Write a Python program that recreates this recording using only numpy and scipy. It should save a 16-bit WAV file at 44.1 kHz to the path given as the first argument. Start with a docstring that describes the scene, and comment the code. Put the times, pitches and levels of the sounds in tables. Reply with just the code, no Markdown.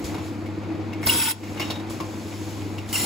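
"""A can seaming machine runs in a factory hall, heard from close by.
Throughout, a motor hums in sines, the drive drones as resonant noise and a tone, and the conveyor
rattles and hisses in noise. Thuds and clanks of cans and steel parts open the scene as struck bursts.
After a second a valve squeaks and blasts air, noise with exhaust resonances and a sagging whistle;
a thick run of clanks follows, then a thump, and near the end a softer thump, blast and squeak."""
import sys
import numpy as np
from scipy import signal
from scipy.fft import rfft, irfft
from scipy.io import wavfile
from scipy.ndimage import uniform_filter1d, map_coordinates

SR = 44100
rng = np.random.default_rng(int(sys.argv[2]) if len(sys.argv) > 2 else 0)


def unload_wav(signal):
    """Save mono or channel-first audio to the path in sys.argv[1] as 16-bit WAV at rate SR, clipped to [-1, 1]."""
    wavfile.write(
        sys.argv[1],
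        SR,
        np.round(np.clip(np.atleast_2d(signal).T, -1, 1) * 32767).astype(np.int16),
    )


N = 134505
TIME, FREQ = np.arange(N) / SR, np.fft.rfftfreq(N, 1 / SR)

# blows of cans and steel parts: start_s, crash_level_db, strongest_hz, crash_t60_s,
# crack_level_db, ring_level_db (the ring is trimmed further in pings)
CLANK_BLOWS = [(0.144, -27, 870, 0.071, -26, -49), (0.182, -31, 760, 0.06, -30, -50),
               (.460, -40, 2100, 0.091, -33, -37.5), (0.638, -48, 2500, 0.053, -42, -46),
               (0.929, -32, 2330, 0.065, -42, -36), (1.026, -33, 1950, 0.49, -58, -41),
               (1.069, -17.5, 1100, 0.03, -17, -36), (1.071, -20, 4670, 0.052, -13.5, -50),
               (1.145, -27, 800, 0.055, -14, -44), (1.431, -40, 2180, 0.42, -44, -49),
               (1.574, -35, 2570, 0.13, -40, -32.5), (1.597, -25, 2420, 0.16, -15, -35),
               (1.601, -34, 5270, 0.11, -28.5, -33), (1.603, -31, 600, 0.086, -24, -50),
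               (1.614, -29.5, 3050, 0.25, -22, -28.5), (1.648, -44, 4240, .12, -32, -30),
               (1.701, -28, 680, 0.09, -16, -44), (1.704, -21, 3880, 0.087, -24, -26),
               (1.753, -41, 3600, 0.15, -38, -37), (1.798, -39, 3770, 0.054, -33, -56),
               (1.906, -31.5, 650, 0.044, -23, -44), (2.001, -25.5, 1050, 0.11, -24.5, -21),
               (2.320, -42.5, 2180, 0.18, -49, -45), (2.619, -42, 2270, 0.059, -30, -38.5),
               (2.78, -32.5, 2610, 0.1, -41, -41), (2.926, -40, 985, 0.067, -34, -46),
               (2.957, -41, 1210, 0.16, -24.5, -44)]
# modes the steel rings with: mode_hz, width_hz, relative_level_db, t60_s
STEEL_MODES = [(1040, 61, 8, 0.063), (2180, 68, 12, 0.17), (2450, 56, 0.5, 0.29), (2730, 74, 10, 0.052),
               (2900, 60, 7.5, 0.13), (3240, 43, 2, .16), (3742, 38, 8, 0.24), (3880, 90, 2, 0.045),
               (4630, 76, -7, 0.093), (4800, 80, -5, 0.069), (5420, 85, 11.5, 0.18)]
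# spectrum of escaping air and high hiss: frequency_hz, relative_level_db
HISS_SPECTRUM = [(1000, -2.5), (3000, 7.5), (5400, 7.5), (7500, 6.5), (9500, 1), (11000, 1), (14000, -2.5),
                 (16000, -5)]


def amp(db):
    """Decibels to gain."""
    return 10 ** (np.asarray(db) / 20)


def unit(x):
    """Scales to rms 1."""
    return x / np.sqrt(np.mean(x ** 2) + 1e-20)


def at_hz(points, hz=FREQ):
    """Reads a table on a log-frequency axis."""
    f, value = np.transpose(points)
    return np.interp(np.log(hz + 1), np.log(f + 1), value)


def over_time(points):
    """Reads a table along the time axis."""
    return np.interp(TIME, *np.transpose(points))


def drift(hz):
    """Chance movement of rms 1, smoothed so that little is left above this rate."""
    return unit(irfft(rfft(rng.standard_normal(N)) / (1 + (FREQ / hz) ** 4), N))


def colour(gain, source=None, size=N):
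    """Two channels of noise (or of a given source) with this spectrum, partly alike, rms 1."""
    # likeness of the two sides: frequency_hz, likeness_0_to_1
    likeness = [(50, .95), (350, .95), (480, .88), (700, .62), (1600, .45), (2600, .7), (4500, .62),
                (5500, .3)]
    a, b = rfft(rng.standard_normal((2, size)) if source is None else source)
    same = np.clip(at_hz(likeness, np.fft.rfftfreq(size, 1 / SR)), 0, 1)
    second = same * a + np.sqrt(1 - same ** 2) * b
    return unit(irfft(np.array([a, second]) * gain, size))


def resonances(table):
    """Noise ringing in steep resonances, each with its own level."""
    peaks = [amp(db) * unit(1 / (1 + (2 * (FREQ - hz) / width) ** 2)) for hz, width, db in table]
    power = np.sum(np.square(peaks), 0)
    return colour(np.sqrt(power)) * np.sqrt(power.mean())


def struck(start, t60, rise_s, time=TIME):
    """Envelope with a quick rise and an exponential decay."""
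    t = np.maximum(time - start, 0)
    return np.minimum(t / rise_s, 1) * np.exp(-np.log(1000) * t / t60)


def add(mix, start, sound):
    """Mixes a two-channel sound in at its start time."""
    part = mix[:, round(start * SR):][:, :sound.shape[1]]
    part += sound[:, :part.shape[1]]


def patchy(x, depth_db, size):
    """Turbulence: the level flickers in patches of time and frequency."""
    z = signal.stft(x, nperseg=256)[2]
    field = rng.standard_normal(z.shape[1:])
    field = uniform_filter1d(field, size, axis=0)
    field = unit(uniform_filter1d(field, size, axis=1))
    return signal.istft(z * amp(depth_db * field), nperseg=256)[1][:, :N]


def air_blasts():
    """The valve leaks, sticks half open, surges, blows and shuts; exhaust pitches waver irregularly."""
    # start_s, length_s, level_db
    blasts = [(1.066, 0.2496, -24), (2.927, .245, -28)]
    # spectrum of the bare jet: frequency_hz, relative_level_db
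    jet_spectrum = [(300, -38), (700, -17), (1000, -8.5), (1750, -9), (2300, -3.5), (3400, -6), (4400, -9),
                    (5400, -5), (6350, -13.5), (7200, -11), (8100, -0.5), (9300, 3.5), (11000, -3),
                    (12500, -12), (13900, -1), (14900, -11), (15800, -4.5)]
    # exhaust resonances, one list per blast: frequency_hz, width_hz, level_db
    exhaust_pipes = [
        [(910, 58, -25), (1040, 120, -31), (1468, 113, -15), (2130, 200, -21), (2602, 100, -17.5),
         (3000, 100, -29), (3340, 310, -13.5), (3650, 60, -31), (4020, 120, -21), (4970, 82, -16),
         (5500, 150, -16), (5620, 74, -20.5), (5980, 81, -23), (7000, 220, -18.5), (7880, 55, -24),
         (13800, 77, -8.5), (15040, 50, -28)],
        [(950, 280, -17), (1390, 170, -17.5), (2070, 90, -14.5), (2900, 150, -12), (4300, 420, -13),
         (5050, 170, -15), (5600, 600, -11.5), (7240, 870, -8), (14600, 260, -12)],
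    ]
    attack_s, release_s = 0.0012, 0.0082
    leak_s, leak_db = 0.054, -16.5
    stick_s, half_open_db = 0.017, -2
    surge_s, surge_db = 0.14, 3.5
    out = np.zeros((2, N))
    # reading the ringing at an uneven speed bends its pitches
    wavering = TIME + 0.005 * np.cumsum(drift(hz=24.3)) / SR
    for (start, length, db), pipe in zip(blasts, exhaust_pipes):
        t = TIME - start
        leak = amp(leak_db) * np.sqrt(np.clip(1 + t / leak_s, 0, 1)) * (t < 0)
        blow = np.clip(t / attack_s, 0, 1) * amp(surge_db * np.exp(-np.maximum(t, 0) / surge_s))
        blow = blow * amp(half_open_db * (t < stick_s))
        shutting = np.exp(-np.maximum(t - length, 0) / release_s)
        flow = amp(db) * (leak + blow) * shutting
        ringing = np.array([map_coordinates(side, [wavering * SR], order=3, mode="mirror")
                            for side in resonances(pipe)])
        jet = colour(amp(at_hz(jet_spectrum)))
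        out += flow * (jet + ringing)
    return out * amp(0.17 * drift(hz=123))


def whistle():
    """A rough tone in the first blast that sags with the air pressure."""
    # time_s, pitch_hz, level_db
    sag = [(1.072, 939.6, -36), (1.11, 926, -39), (1.18, 924, -41.5), (1.26, 905, -41.5), (1.29, 899, -37),
           (1.31, 900, -43), (1.33, 900, -51)]
    s, hz, db = np.transpose(sag)
    wander_hz = 19.4 * drift(hz=80)
    turns = np.cumsum(np.interp(TIME, s, hz) + wander_hz) / SR
    level = np.interp(TIME, s, amp(db), 0, 0)  # silent outside the table
    roughness = amp(2.9 * drift(hz=60))
    return level * roughness * np.sqrt(2) * np.sin(2 * np.pi * turns)


def squeaks():
    """Brief rough tones as the valve moves, with wandering pitch and a phase offset between sides."""
    # start_s, length_s, pitch_hz, level_db
    valve_tones = [(1.06, 0.011, 14110, -20.5), (1.087, 0.017, 15500, -24), (1.0937, 0.01, 2854, -14.5),
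                   (2.953, 0.0083, 2876, -22)]
    out = np.zeros((2, N))
    rough = 1 + 0.04 * drift(hz=600)
    wander_hz = 75 * drift(hz=185)
    side_turns = 0.064 * np.array([[1], [0]])
    for start, length, hz, db in valve_tones:
        u = np.clip((TIME - start) / length, 0, 1)
        swell = np.sqrt(8 * u * (1 - u))
        turns = np.cumsum(hz + wander_hz) / SR + side_turns
        out += amp(db) * swell * rough * np.sin(2 * np.pi * turns)
    return out


def thumps():
    """The mechanism's low decaying thuds, each with a puff of air, and knocks that ring the frame."""
    # start_s, thud_level_db, puff_level_db
    thuds = [(0.04, -18, -36), (1.061, -17, -33), (1.896, -26, -38.5), (2.887, -25, -39)]
    # start_s, level_db
    frame_knocks = [(0.691, -26), (1.151, -36), (1.607, -26), (3.005, -32)]
    thud_hz, thud_t60_s, puff_t60_s = 55.6, 0.1, 0.42
    knock_hz, knock_t60_s = 312, 0.37
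    out = np.zeros((2, N))
    puff = colour(amp(at_hz(HISS_SPECTRUM)) * (FREQ / 8000) ** 0.17)
    for start, db, puff_db in thuds:
        thud = np.sin(2 * np.pi * thud_hz * (TIME - start))
        out += amp(db) * struck(start, thud_t60_s, rise_s=0.0076) * thud
        out += amp(puff_db) * struck(start, puff_t60_s, rise_s=0.0042) * puff
    for start, db in frame_knocks:
        knock = np.sin(2 * np.pi * knock_hz * (TIME - start))
        out += amp(db) * struck(start, knock_t60_s, rise_s=0.0006) * knock
    return out


def clanks():
    """Each blow is a crack and a chattering crash around one pitch, coloured by the modes of the steel."""
    # colour shared by all clanks: frequency_hz, relative_level_db
    shared_colour = [(100, 18), (500, 7), (1200, 3.5), (1700, -1.5), (2300, -2.5), (5500, -3), (8000, -8.5),
                     (15000, -9)]
    focus_db, focus_octaves, tilt_db_per_octave = 8, 0.28, -2
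    out, t = np.zeros((2, N)), TIME[:SR // 2]
    f = np.fft.rfftfreq(len(t), 1 / SR)
    modes = sum(amp(db) / (1 + (2 * (f - hz) / width) ** 2) for hz, width, db, _ in STEEL_MODES)
    for start, db, hz, t60, crack_db, _ in CLANK_BLOWS:
        octaves = np.log2((f + 20) / hz)
        focus = focus_db * np.exp(-(octaves / focus_octaves) ** 2)
        shape = amp(at_hz(shared_colour, f) + focus + tilt_db_per_octave * abs(octaves))
        crash = amp(db) * struck(0, t60, rise_s=0.0059, time=t)
        crack = amp(crack_db) * struck(0, 0.012, rise_s=0.0013, time=t)
        add(out, start, (crash + crack) * colour(shape * np.hypot(1, modes), size=len(t)))
    chatter = unit(amp(1.4 * drift(hz=261)))
    return out * chatter


def pings():
    """The modes of the steel nearest to each blow's pitch ring on, roughened as the parts jostle."""
    trim_db, reach_octaves = -15.5, 0.36
    detune, side_turns = 0.003, 0.097  # chance spread: share of the pitch, turns of phase
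    out, t = np.zeros((2, N)), TIME[:SR // 3]
    jostle = np.cumsum(21.4 * drift(hz=152)) / SR  # phase in turns
    for start, _, hz, _, _, ring_db in CLANK_BLOWS:
        for mode_hz, _, db, t60 in STEEL_MODES:
            near = np.exp(-(np.log2(mode_hz / hz) / reach_octaves) ** 2)
            turns = mode_hz * (1 + detune * rng.standard_normal()) * t + rng.random()
            turns = turns + side_turns * rng.standard_normal((2, 1))
            turns = turns + jostle[rng.integers(N - len(t)):][:len(t)]
            level = near * amp(ring_db + db + trim_db)
            add(out, start, level * struck(0, t60, rise_s=0.0025, time=t) * np.sin(2 * np.pi * turns))
    return out * unit(amp(4 * drift(hz=110)))


def drive():
    """The turning drive rumbles, rings the frame and sings one wavering tone."""
    # body level before its trim: time_s, level_db
    body_level = [(0.0, -28), (0.17, -29), (0.3, -31.5), (0.7, -30), (1.0, -30.5), (1.12, -31), (1.16, -27),
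                  (1.28, -35), (1.38, -41), (1.45, -33), (1.58, -30), (1.66, -33), (2.55, -32.5),
                  (2.72, -31.5), (2.97, -36.5), (3.01, -27), (3.05, -29)]
    # broad rumble: frequency_hz, relative_level_db
    rumble_spectrum = [(20, -28), (45, -46), (80, 10.5), (140, -1), (200, -1), (290, 7), (370, 3),
                       (470, -3.5), (700, -16), (1500, -46.5)]
    # frame resonances: frequency_hz, width_hz, level_db (relative to the body level)
    frame_modes = [(170.4, 38, -20.5), (228.5, 12, -11), (302, 40, -9), (330.6, 20, -14),
                   (500.5, 26, -19.5)]
    # clear tone before its trim: time_s, level_db
    tone_level = [(0.0, -31), (0.07, -51), (0.14, -29.5), (0.45, -42.5), (0.53, -36.5), (0.65, -36.5),
                  (0.71, -29), (0.87, -38.5), (0.98, -29.5), (1.1, -49), (1.38, -51.5), (1.55, -49),
                  (1.88, -34.5), (2.05, -41.5), (2.6, -39.5), (3.05, -44.5)]
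    rumble_db, body_trim_db, tone_trim_db = -6, -0.5, -1
    turns = np.cumsum(321.2 + 3.45 * drift(hz=8.46)) / SR  # centre and wander in Hz
    flutter_db = 1 * drift(hz=17)
    tone = np.sqrt(2) * np.sin(2 * np.pi * turns)
    tone = tone * amp(over_time(tone_level) + tone_trim_db + flutter_db)
    body = amp(rumble_db) * colour(amp(at_hz(rumble_spectrum))) + resonances(frame_modes)
    shudder_db = 0.65 * drift(hz=15.0)
    return tone + body * amp(shudder_db + over_time(body_level) + body_trim_db)


def conveyor():
    """Chain links and cans rattle in a dense wash with small ticks, under a high hiss."""
    # level of wash and ticks together: time_s, level_db
    rattle_level = [(0, -38.5), (.18, -35), (.32, -40.5), (.7, -39), (1.06, -38.5), (1.2, -43), (1.36, -49),
                    (1.47, -41), (1.63, -35.5), (1.85, -38), (2.3, -41), (2.85, -39.5), (3.05, -36)]
    # frequency_hz, relative_level_db
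    rattle_spectrum = [(200, 5), (450, 0), (750, 4), (1200, -2), (1750, -7), (2300, -4), (2900, -12),
                       (4500, -15.5), (8000, -30), (16000, -59)]
    # time_s, level_db
    hiss_level = [(0, -49), (.2, -51.5), (.26, -46.5), (.38, -56.5), (.6, -59.5), (1, -59), (1.38, -55),
                  (1.48, -49.5), (1.68, -46), (1.85, -55.5), (2.05, -48), (2.5, -44.5), (2.85, -52),
                  (3.05, -49)]
    wash_db, ticks_db, ticks_per_s, tick_decay_s = -1, -10, 110, 0.0046
    ticks = (rng.random(N) < ticks_per_s / SR) * rng.uniform(0.47, 1, N)
    tick_envelope = signal.lfilter([1], [1, -np.exp(-1 / (tick_decay_s * SR))], ticks)
    grains = tick_envelope * rng.standard_normal((2, N))
    shape = amp(at_hz(rattle_spectrum))
    rattle = amp(wash_db) * colour(shape) + amp(ticks_db) * colour(shape, grains)
    hiss = colour(amp(at_hz(HISS_SPECTRUM))) * amp(over_time(hiss_level) + 0.28 * drift(hz=40))
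    return rattle * amp(over_time(rattle_level)) + hiss


def motor():
    """Mains hum: two sines, wavering slightly."""
    # frequency_hz, relative_level_db
    hum_lines = [(100.1, -10), (200.2, -20.5)]
    # level before its trim: time_s, level_db
    hum_level = [(0.0, -48), (0.04, -37.5), (1.1, -33.5), (1.21, -42.5), (1.42, -42), (1.45, -36.5),
                 (2.28, -37.5), (2.39, -34), (3.01, -35), (3.05, -40)]
    trim_db = 0.5
    wavering = TIME + 0.00019 * drift(hz=0.58)
    tone = sum(amp(db) * np.sin(2 * np.pi * (hz * wavering + rng.random())) for hz, db in hum_lines)
    return unit(tone) * amp(over_time(hum_level) + trim_db)


def guard(x):
    """Dense early echoes between the guard panels give a hollow, uneven colour."""
    echo_t60_s, echo_db = 0.08, -13
    t = TIME[:SR // 10]
    echoes = rng.standard_normal((2, len(t))) * np.exp(-np.log(1000) * t / echo_t60_s)
    inside = signal.fftconvolve(x, echoes / np.linalg.norm(echoes[0]), axes=1)[:, :N]
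    inside = signal.sosfilt(signal.butter(2, 1200, "high", fs=SR, output="sos"), inside)
    return (x + amp(echo_db) * inside) / np.hypot(1, amp(echo_db))


def hall(x):
    """A diffuse noise tail whose decay time depends on frequency, longest in the bass."""
    # frequency_hz, t60_s
    decay = [(200, 1), (2000, 0.25), (6000, 0.34), (14000, 0.12)]
    hz, t, z = signal.stft(rng.standard_normal((2, SR)), SR, nperseg=256)
    fading = np.exp(-np.log(1000) * t / at_hz(decay, hz)[:, None])
    tail = signal.istft(z * fading, SR, nperseg=256)[1]
    tail = tail / np.linalg.norm(tail[0])
    tail = signal.lfilter([.4], [1, -.6], tail)  # softens the treble
    return signal.fftconvolve(x, tail, axes=1)[:, :N]


def scene():
    """The running machine with the events of its cycle; only the events feed the hall."""
    blasts = guard(patchy(air_blasts(), depth_db=2, size=4))
    events = blasts + whistle() + clanks() + pings() + squeaks() + thumps()
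    running = motor() + drive() + patchy(conveyor(), depth_db=1, size=4)
    return running + events + amp(-13) * hall(events)


def record(dry):
    """The treble is nearly one signal, shifted in phase between the sides; then the band limits."""
    # phase of the right side in the treble: frequency_hz, phase_half_turns
    treble_phase = [(7450, 0), (8550, 1), (9600, 1), (10400, 2), (11850, 2), (12500, 3), (13900, 3),
                    (14650, 4)]
    # how far the left side leads: frequency_hz, lead_radians
    left_lead = [(30, -.2), (60, -.45), (100, -.65), (160, -.25), (320, -.35), (900, -.25), (1900, -.5),
                 (3000, .4), (4200, 0), (6000, 0)]
    # left gain over right gain: frequency_hz, balance_db
    balance = [(60, 1.6), (300, 1.6), (600, 1.5), (2400, 0.76), (4500, 2.1), (7000, 0.43)]
    mono_hz, low_cut_hz, edge_hz = 6420, 74, 15750
    left, right = rfft(dry)
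    merge = np.clip((FREQ - mono_hz) / 400 + .5, 0, .85) * np.pi / 2
    right = np.cos(merge) * right + np.sin(merge) * left
    right = right * np.exp(1j * np.pi * np.interp(FREQ, *np.transpose(treble_phase)))
    right = right * np.exp(-1j * at_hz(left_lead))
    lean = amp(at_hz(balance) / 2)
    low_cut = FREQ ** 2 / np.hypot(FREQ ** 2, low_cut_hz ** 2)
    pair = irfft(np.array([left * lean, right / lean]) * low_cut, N)
    high_cut = signal.firwin(511, edge_hz, window=("kaiser", 9), fs=SR)
    return signal.oaconvolve(pair, high_cut[None], "same")


dry = scene()
out = record(dry)
unload_wav(out)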